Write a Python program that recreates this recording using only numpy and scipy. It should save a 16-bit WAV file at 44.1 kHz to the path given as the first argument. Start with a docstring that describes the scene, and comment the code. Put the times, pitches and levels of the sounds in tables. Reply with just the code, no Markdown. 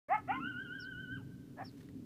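"""A short yap sounds over a low distant rumble: a coyote in open desert at dusk. It yaps again and
breaks upward into a warbling howl; a gruff bark follows. Its vocal folds vibrate in alternating strong
and weak cycles for the yaps, almost sinusoidally for the howl, and unevenly for the bark. Rocky slopes
scatter the calls back. A small bird whistles two falling chirps; faint ticks and a rustle lie beneath."""
import sys
import numpy as np
from scipy import signal
from scipy.fft import rfft, irfft
from scipy.io import wavfile
from scipy.ndimage import uniform_filter1d

SR = 44100
rng = np.random.default_rng(int(sys.argv[2]) if len(sys.argv) > 2 else 0)


def unload_audio(sound):
    """Save the sound as a 16-bit wav file, at the path given as the first command line argument."""
    columns = np.transpose(np.atleast_2d(sound))
    # keep every value between -1 and 1, then stretch to whole-number steps
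    steps = np.round(np.clip(columns, -1, 1) * 32767)
    wavfile.write(sys.argv[1], SR, steps.astype(np.int16))


N = 90404
TIME = np.arange(N) / SR

# Spectra of the hiss, the three bands of the rumble and the rustle: (frequency [Hz], relative level [dB])
HISS_SPECTRUM = [(100, -18), (500, 7), (800, -3.5), (1500, -6.5), (2500, -9), (4000, -9), (8000, -13.5),
                 (15000, -15)]
BASS_SPECTRUM = [(20, -29.5), (40, -19.5), (65, -7.5), (90, -1), (125, 5), (185, 1), (215, -12.5),
                 (300, -23), (500, -70.5)]
DRONE_SPECTRUM = [(150, -43), (210, -14.5), (245, -2), (282, 0.5), (315, -10), (345, -32), (400, -27),
                  (480, -33), (600, -45), (1000, -79)]
HUM_SPECTRUM = [(250, -11.5), (340, -11), (390, 1), (440, -8.5), (490, -15.5), (600, -26.5), (1000, -34.5),
                (2000, -67.5)]
RUSTLE_SPECTRUM = [(700, 0), (1800, 1.5), (3000, -1), (7000, -7.5), (12000, -10.5), (15000, -10)]
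# Envelopes of the two swelling bands and the rustle: (time [s], level [dB])
BASS_ENVELOPE = [(0.1, -64), (0.11, -58), (0.364, -52.5), (0.898, -59), (0.964, -50.5), (1.104, -56),
                 (1.126, -46.5), (1.606, -58.5), (1.634, -50), (1.72, -58), (2.022, -52.5), (2.04, -61)]
DRONE_ENVELOPE = [(.1, -62), (.2, -58.5), (.3, -52), (.375, -41.5), (.46, -47), (.54, -52.5), (.9, -57),
                  (1.03, -55.5), (1.14, -48.5), (1.24, -55.5), (1.82, -54.5), (1.93, -56), (2.0, -41.5),
                  (2.04, -54.5)]
RUSTLE_ENVELOPE = [(1.55, -90), (1.66, -72.5), (1.74, -77), (1.79, -70.5), (1.84, -76), (1.89, -80),
                   (1.94, -87)]
# Dry contacts: (time [s], knock level [dB], snap level [dB])
TICKS = [(.148, -62.5, -57), (.181, -67.5, -60), (1.808, -53.5, -74), (1.888, -55, -77)]
# Spectra of their two parts: (frequency [Hz], relative level [dB])
KNOCK_SPECTRUM = [(600, -24), (1300, -7.5), (1900, 11.5), (2600, -16), (3200, 5), (4200, -16), (9000, -29)]
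SNAP_SPECTRUM = [(1000, -5), (5000, -6.5), (15000, -16)]
# The bird's chirps: (onset [s], level [dB])
CHIRPS = [(0.793, -55), (1.64, -58)]
# Contour of one chirp: (time from onset [s], pitch [Hz], relative level [dB])
CHIRP_CONTOUR = [(0, 5100, -3), (.006, 5420, -10), (.013, 5510, 2), (.021, 5400, 1), (.031, 4900, -3),
                 (0.043, 4450, -8.5), (0.053, 4216, -14), (0.058, 3820, 0)]
# Reflections off nearby ground and rock: (delay [s], gain [dB])
ECHOES = [(.0046, -23), (.0165, -30), (.021, -22.5), (.0375, -15)]
# Frequency responses of the early reflections and the late tail: (frequency [Hz], gain [dB])
EARLY_RESPONSE = [(500, -14.5), (900, -4), (1500, 5), (2200, -4.5), (3000, 10.5), (4000, -7), (5500, 2)]
TAIL_RESPONSE = [(500, -6), (850, -10), (1050, 0), (1500, 3.5), (2000, -3), (3000, 11.5), (4000, -2)]
# The yaps: (time [s], pitch [Hz], fundamental level [dB], overtone gain [dB], half-pitch rasp gain [dB])
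FIRST_YAP = [(.083, 527.6, -55, 3, -21), (.096, 611, -44, -2.5, 1.5), (.11, 706, -31.5, -14, 11.5),
             (.125, 776, -26, -10, 3), (.147, 871, -34, 3.5, -1.5), (.16, 859, -33, -5, 5.5),
             (.172, 763, -46, 0.5, -10.5), (.186, 652, -50, -3.5, 8)]
RISING_YAP = [(.275, 612, -56, 6, -14), (.285, 673.5, -49.5, 6, -15), (.295, 744, -33.5, -15.5, 15.5),
              (.311, 813.5, -30, -7.5, 1.5), (.321, 932, -43, 8, -2.5), (.336, 993, -47.5, 2.5, 6),
              (.368, 1050, -41.5, 6, -20), (.392, 1058, -47.5, -10, 5), (.408, 1083, -73, -3, -8)]
# Throat responses that weight their overtones: (frequency [Hz], gain [dB])
FIRST_THROAT = [(400, -53), (950, -12.5), (1290, -8), (1500, -18), (1720, -14), (2120, -8), (2350, -25.5),
                (2600, -23), (3000, -40), (3300, -48.5), (5000, -65)]
RISING_THROAT = [(400, -25.5), (1000, -30), (1400, -3.5), (1700, -24), (2000, -10.5), (2400, -12),
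                 (2600, -27), (2770, -14), (2900, -22.5), (3120, -31.5), (3300, -47), (5000, -75)]
# The bark: (time [s], pitch [Hz], level [dB], gain of the formants above the first [dB])
BARK_CONTOUR = [(1.562, 261.5, -72, -8), (1.579, 290.7, -53.5, -9), (1.594, 311.8, -44.5, 2),
                (1.608, 404.2, -45, 15), (1.623, 371.3, -39, -2.5), (1.634, 315, -54, 0),
                (1.65, 280, -64, -5)]
# Its throat resonances: (frequency [Hz], bandwidth of one stage [Hz], gain [dB])
BARK_FORMANTS = [(600, 140, -12), (710, 310, 0.5), (930, 90, -16), (1240, 73, -4.5), (1730, 146, -1.5),
                 (2380, 110, -16)]
# The howl: (time [s], pitch [Hz], fundamental level [dB], relative octave level [dB])
HOWL_CONTOUR = [(.392, 1177, -57, -16), (.408, 1312, -47.5, -6), (.438, 1406, -45, -11),
                (.49, 1571, -43.5, -23), (.527, 1377, -53, -8.5), (.565, 1454, -49, -18),
                (.605, 1569, -42, -21), (.632, 1608, -50.5, -10), (.672, 1393, -54, -12),
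                (.71, 1463, -46.5, -20.5), (.757, 1625, -48.5, -16.5), (.812, 1432, -52.5, -15),
                (.89, 1591, -46, -18.5), (.942, 1433, -55, -13.5), (1.025, 1569, -44.5, -23),
                (1.058, 1446, -59, -10), (1.09, 1480, -54, -20.5), (1.14, 1592, -42, -19.5),
                (1.17, 1413, -62.5, -6), (1.195, 900, -74, -12), (1.22, 800, -64.5, -30)]

FOLD_FLUTTER_HZ = 152   # bandwidth of the cycle-to-cycle irregularity in yaps and bark


def from_db(db):
    """Amplitude grows tenfold with every 20 dB."""
    return 10 ** (np.asarray(db) / 20)


def unit_rms(x):
    """Normalisation to unit mean power."""
    return x / np.sqrt(np.mean(x ** 2) + 1e-20)


def in_time(rows):
    """Linear interpolation of each column of a contour at every sample."""
    times, *columns = np.transpose(rows)
    return [np.interp(TIME, times, column) for column in columns]


def gate(rows, edge_s=.003):
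    """A trapezoidal window, open while a contour lasts."""
    return np.clip(np.minimum(TIME - rows[0][0], rows[-1][0] - TIME) / edge_s, 0, 1)


def db_at(spectrum, hz):
    """Interpolation of a spectrum on a logarithmic frequency axis."""
    frequencies, db = np.transpose(spectrum)
    return np.interp(np.log(hz + 1e-9), np.log(frequencies), db)


def coloured(x, response):
    """Filtering as multiplication in the frequency domain."""
    hz = np.fft.rfftfreq(len(x), 1 / SR)
    return irfft(rfft(x) * from_db(db_at(response, hz)), len(x))


def noise(spectrum):
    """Spectrally shaped white noise of unit rms."""
    return unit_rms(coloured(rng.standard_normal(N), spectrum))


def drift(rate_hz):
    """A random modulator: low-pass noise of unit rms."""
    rolloff = 1 + (np.fft.rfftfreq(N, 1 / SR) / rate_hz) ** 4
    return unit_rms(irfft(rfft(rng.standard_normal(N)) / rolloff, N))


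def phase_of(hz, jitter, rate_hz):
    """Phase is the integral of frequency, which here wavers by the fraction `jitter`."""
    return 2 * np.pi * np.cumsum(hz * (1 + jitter * drift(rate_hz))) / SR


def resonate(x, hz, width_hz):
    """A damped two-pole resonator with unit peak gain."""
    radius = np.exp(-np.pi * width_hz / SR)
    feedback = [1, -2 * radius * np.cos(2 * np.pi * hz / SR), radius ** 2]
    return signal.lfilter(np.array([1, 0, -1]) * (1 - radius ** 2) / 2, feedback, x)


def delayed(x, delay_s):
    """Propagation delay: a longer path brings the same wave later."""
    return np.interp(TIME - delay_s, TIME, x, left=0)


def scattered(x, delay_s, spread_s):
    """Diffuse scattering: brush and stones return a cluster of small reflections."""
    response = unit_rms(rng.standard_normal(N) * np.exp(-((TIME - delay_s) / spread_s) ** 2 / 2))
    return signal.fftconvolve(x, response / np.sqrt(N))[:N]


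def background(hiss_db=-71, hum_db=-64):
    """Superposed noise bands: a distant bass and drone swell under a steady hum and thin hiss."""
    out = from_db(hiss_db) * noise(HISS_SPECTRUM) + from_db(hum_db) * noise(HUM_SPECTRUM)
    for envelope, spectrum in ((BASS_ENVELOPE, BASS_SPECTRUM), (DRONE_ENVELOPE, DRONE_SPECTRUM)):
        rumble = noise(spectrum)
        running_rms = np.sqrt(uniform_filter1d(rumble ** 2, size=5000))
        out = out + from_db(in_time(envelope)[0]) * rumble / running_rms
    return out


def rustle(grain_db=4):
    """Something dry shifts softly: random amplitude modulation makes the noise grainy."""
    level_db = in_time(RUSTLE_ENVELOPE)[0] + grain_db * drift(rate_hz=160)
    return gate(RUSTLE_ENVELOPE) * from_db(level_db) * noise(RUSTLE_SPECTRUM)


def ticks(decay_s=.0019):
    """Impact transients: each tiny dry contact is a noise burst that decays exponentially."""
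    knock, snap = noise(KNOCK_SPECTRUM), noise(SNAP_SPECTRUM)
    out = 0
    for onset, knock_db, snap_db in TICKS:
        decay = (TIME > onset) * np.exp(-abs(TIME - onset) / decay_s)
        out = out + decay * (from_db(knock_db) * knock + from_db(snap_db) * snap)
    return out


def bird(octave_db=-28):
    """Frequency modulation: each chirp is a nearly pure whistle that arches and slides down."""
    out = 0
    for onset, db in CHIRPS:
        contour = [(onset + s, hz, db + shape_db) for s, hz, shape_db in CHIRP_CONTOUR]
        hz, level_db = in_time(contour)
        phase = phase_of(hz, jitter=.0047, rate_hz=98)
        whistle = np.sin(phase) + from_db(octave_db) * np.sin(2 * phase)
        out = out + np.sqrt(2) * gate(contour) * from_db(level_db) * whistle
    return out


def bird_reflections(x, cluster_db=-7.5, echo_db=-13):
    """Diffuse and specular reflection: a brief cluster and one delayed copy."""
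    cluster = from_db(cluster_db) * scattered(x, delay_s=.0092, spread_s=.011)
    return cluster + from_db(echo_db) * delayed(x, delay_s=.026)


def desert_reflections(x, cluster_db=-7, cluster_s=.017, tail_db=-24, t60_s=1.83):
    """Multipath propagation: distinct reflections, a diffuse cluster and a decaying tail off the hills."""
    specular = sum(from_db(db) * delayed(x, s) for s, db in ECHOES)
    cluster = from_db(cluster_db) * scattered(x, cluster_s, spread_s=.016)
    decay = (TIME > cluster_s) * from_db(-60 * TIME / t60_s)
    response = unit_rms(rng.standard_normal(N) * decay)
    tail = from_db(tail_db) * signal.fftconvolve(x, response / np.sqrt(N))[:N]
    return coloured(specular + cluster, EARLY_RESPONSE) + coloured(tail, TAIL_RESPONSE)


def yap(contour, throat, turbulence_db, shimmer_db=1.5):
    """Period doubling: strong and weak fold cycles alternate, adding lines between the harmonics."""
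    hz, level_db, overtone_db, rasp_db = in_time(contour)
    phase = phase_of(hz, jitter=.0046, rate_hz=FOLD_FLUTTER_HZ)
    throat_peak_db = max(db for _, db in throat)
    breath = from_db(turbulence_db + throat_peak_db) * noise(throat) * (1 + np.cos(phase / 2))
    partials = 0
    for k in (1, *range(3, 10)):   # multiples of half the pitch; k = 2 is the fundamental, added below
        partial_db = db_at(throat, hz * k / 2) + rasp_db * (k % 2) + shimmer_db * drift(FOLD_FLUTTER_HZ)
        partials = partials + from_db(partial_db) * np.sin(k * phase / 2 + rng.uniform(0, 2 * np.pi))
    voice = np.sin(phase) + from_db(overtone_db) * (partials + breath)
    return np.sqrt(2) * gate(contour) * from_db(level_db) * voice


def bark(turbulence=.86, top_hz=2800):
    """Source and filter: uneven glottal pulses and puffs of turbulence excite the throat's formants."""
    hz, level_db, treble_db = in_time(BARK_CONTOUR)
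    phase = phase_of(hz, jitter=.068, rate_hz=FOLD_FLUTTER_HZ)
    pulses = unit_rms(np.diff(phase // (2 * np.pi), prepend=0))   # one impulse a cycle
    source = pulses + turbulence * rng.standard_normal(N) * (1 + np.cos(phase))
    voice = 0
    for k, (formant_hz, width_hz, db) in enumerate(BARK_FORMANTS):
        formant = resonate(resonate(source, formant_hz, width_hz), formant_hz, width_hz)
        voice = voice + from_db(db + treble_db * (k > 0)) * formant
    voice = signal.sosfilt(signal.butter(4, top_hz, fs=SR, output="sos"), voice)
    running_rms = np.sqrt(uniform_filter1d(voice ** 2, size=600) + 1e-9)
    return gate(BARK_CONTOUR) * from_db(level_db) * voice / running_rms


def howl(glide_s=.02, waver_hz=34, shimmer_db=1.3, octave_shimmer_db=2):
    """Falsetto phonation: a nearly pure tone with an unsteady octave warbles, then drops."""
    hz, level_db, octave_db = in_time(HOWL_CONTOUR)
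    gliding_hz = uniform_filter1d(hz, int(glide_s * SR))
    phase = phase_of(gliding_hz, jitter=.0031, rate_hz=waver_hz)
    envelope = gate(HOWL_CONTOUR) * from_db(level_db - shimmer_db * drift(waver_hz))
    octave_gain = from_db(octave_db + octave_shimmer_db * drift(waver_hz))
    return np.sqrt(2) * envelope * (np.sin(phase) + octave_gain * np.sin(2 * phase))


def scene(bark_send_db=-5.5):
    """Superposition: the direct and reflected calls of coyote and bird add to the background."""
    yaps = yap(FIRST_YAP, FIRST_THROAT, turbulence_db=-19)
    yaps += yap(RISING_YAP, RISING_THROAT, turbulence_db=-20)
    wail, gruff, chirps = howl(), bark(), bird()
    reflected = desert_reflections(yaps + wail + from_db(bark_send_db) * gruff) + bird_reflections(chirps)
    return (yaps + wail + gruff + chirps + reflected + ticks() + rustle() + background())[None]


def record(dry, start_s=.0826, fade_s=.004, cutoff_hz=15400):
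    """Gating and band limiting: the sound opens after a moment of silence, and its top is cut."""
    opening = np.clip((TIME - start_s) / fade_s, 0, 1)
    return signal.sosfilt(signal.ellip(10, .1, 70, cutoff_hz, fs=SR, output="sos"), dry * opening)


dry = scene()
out = record(dry)
unload_audio(out)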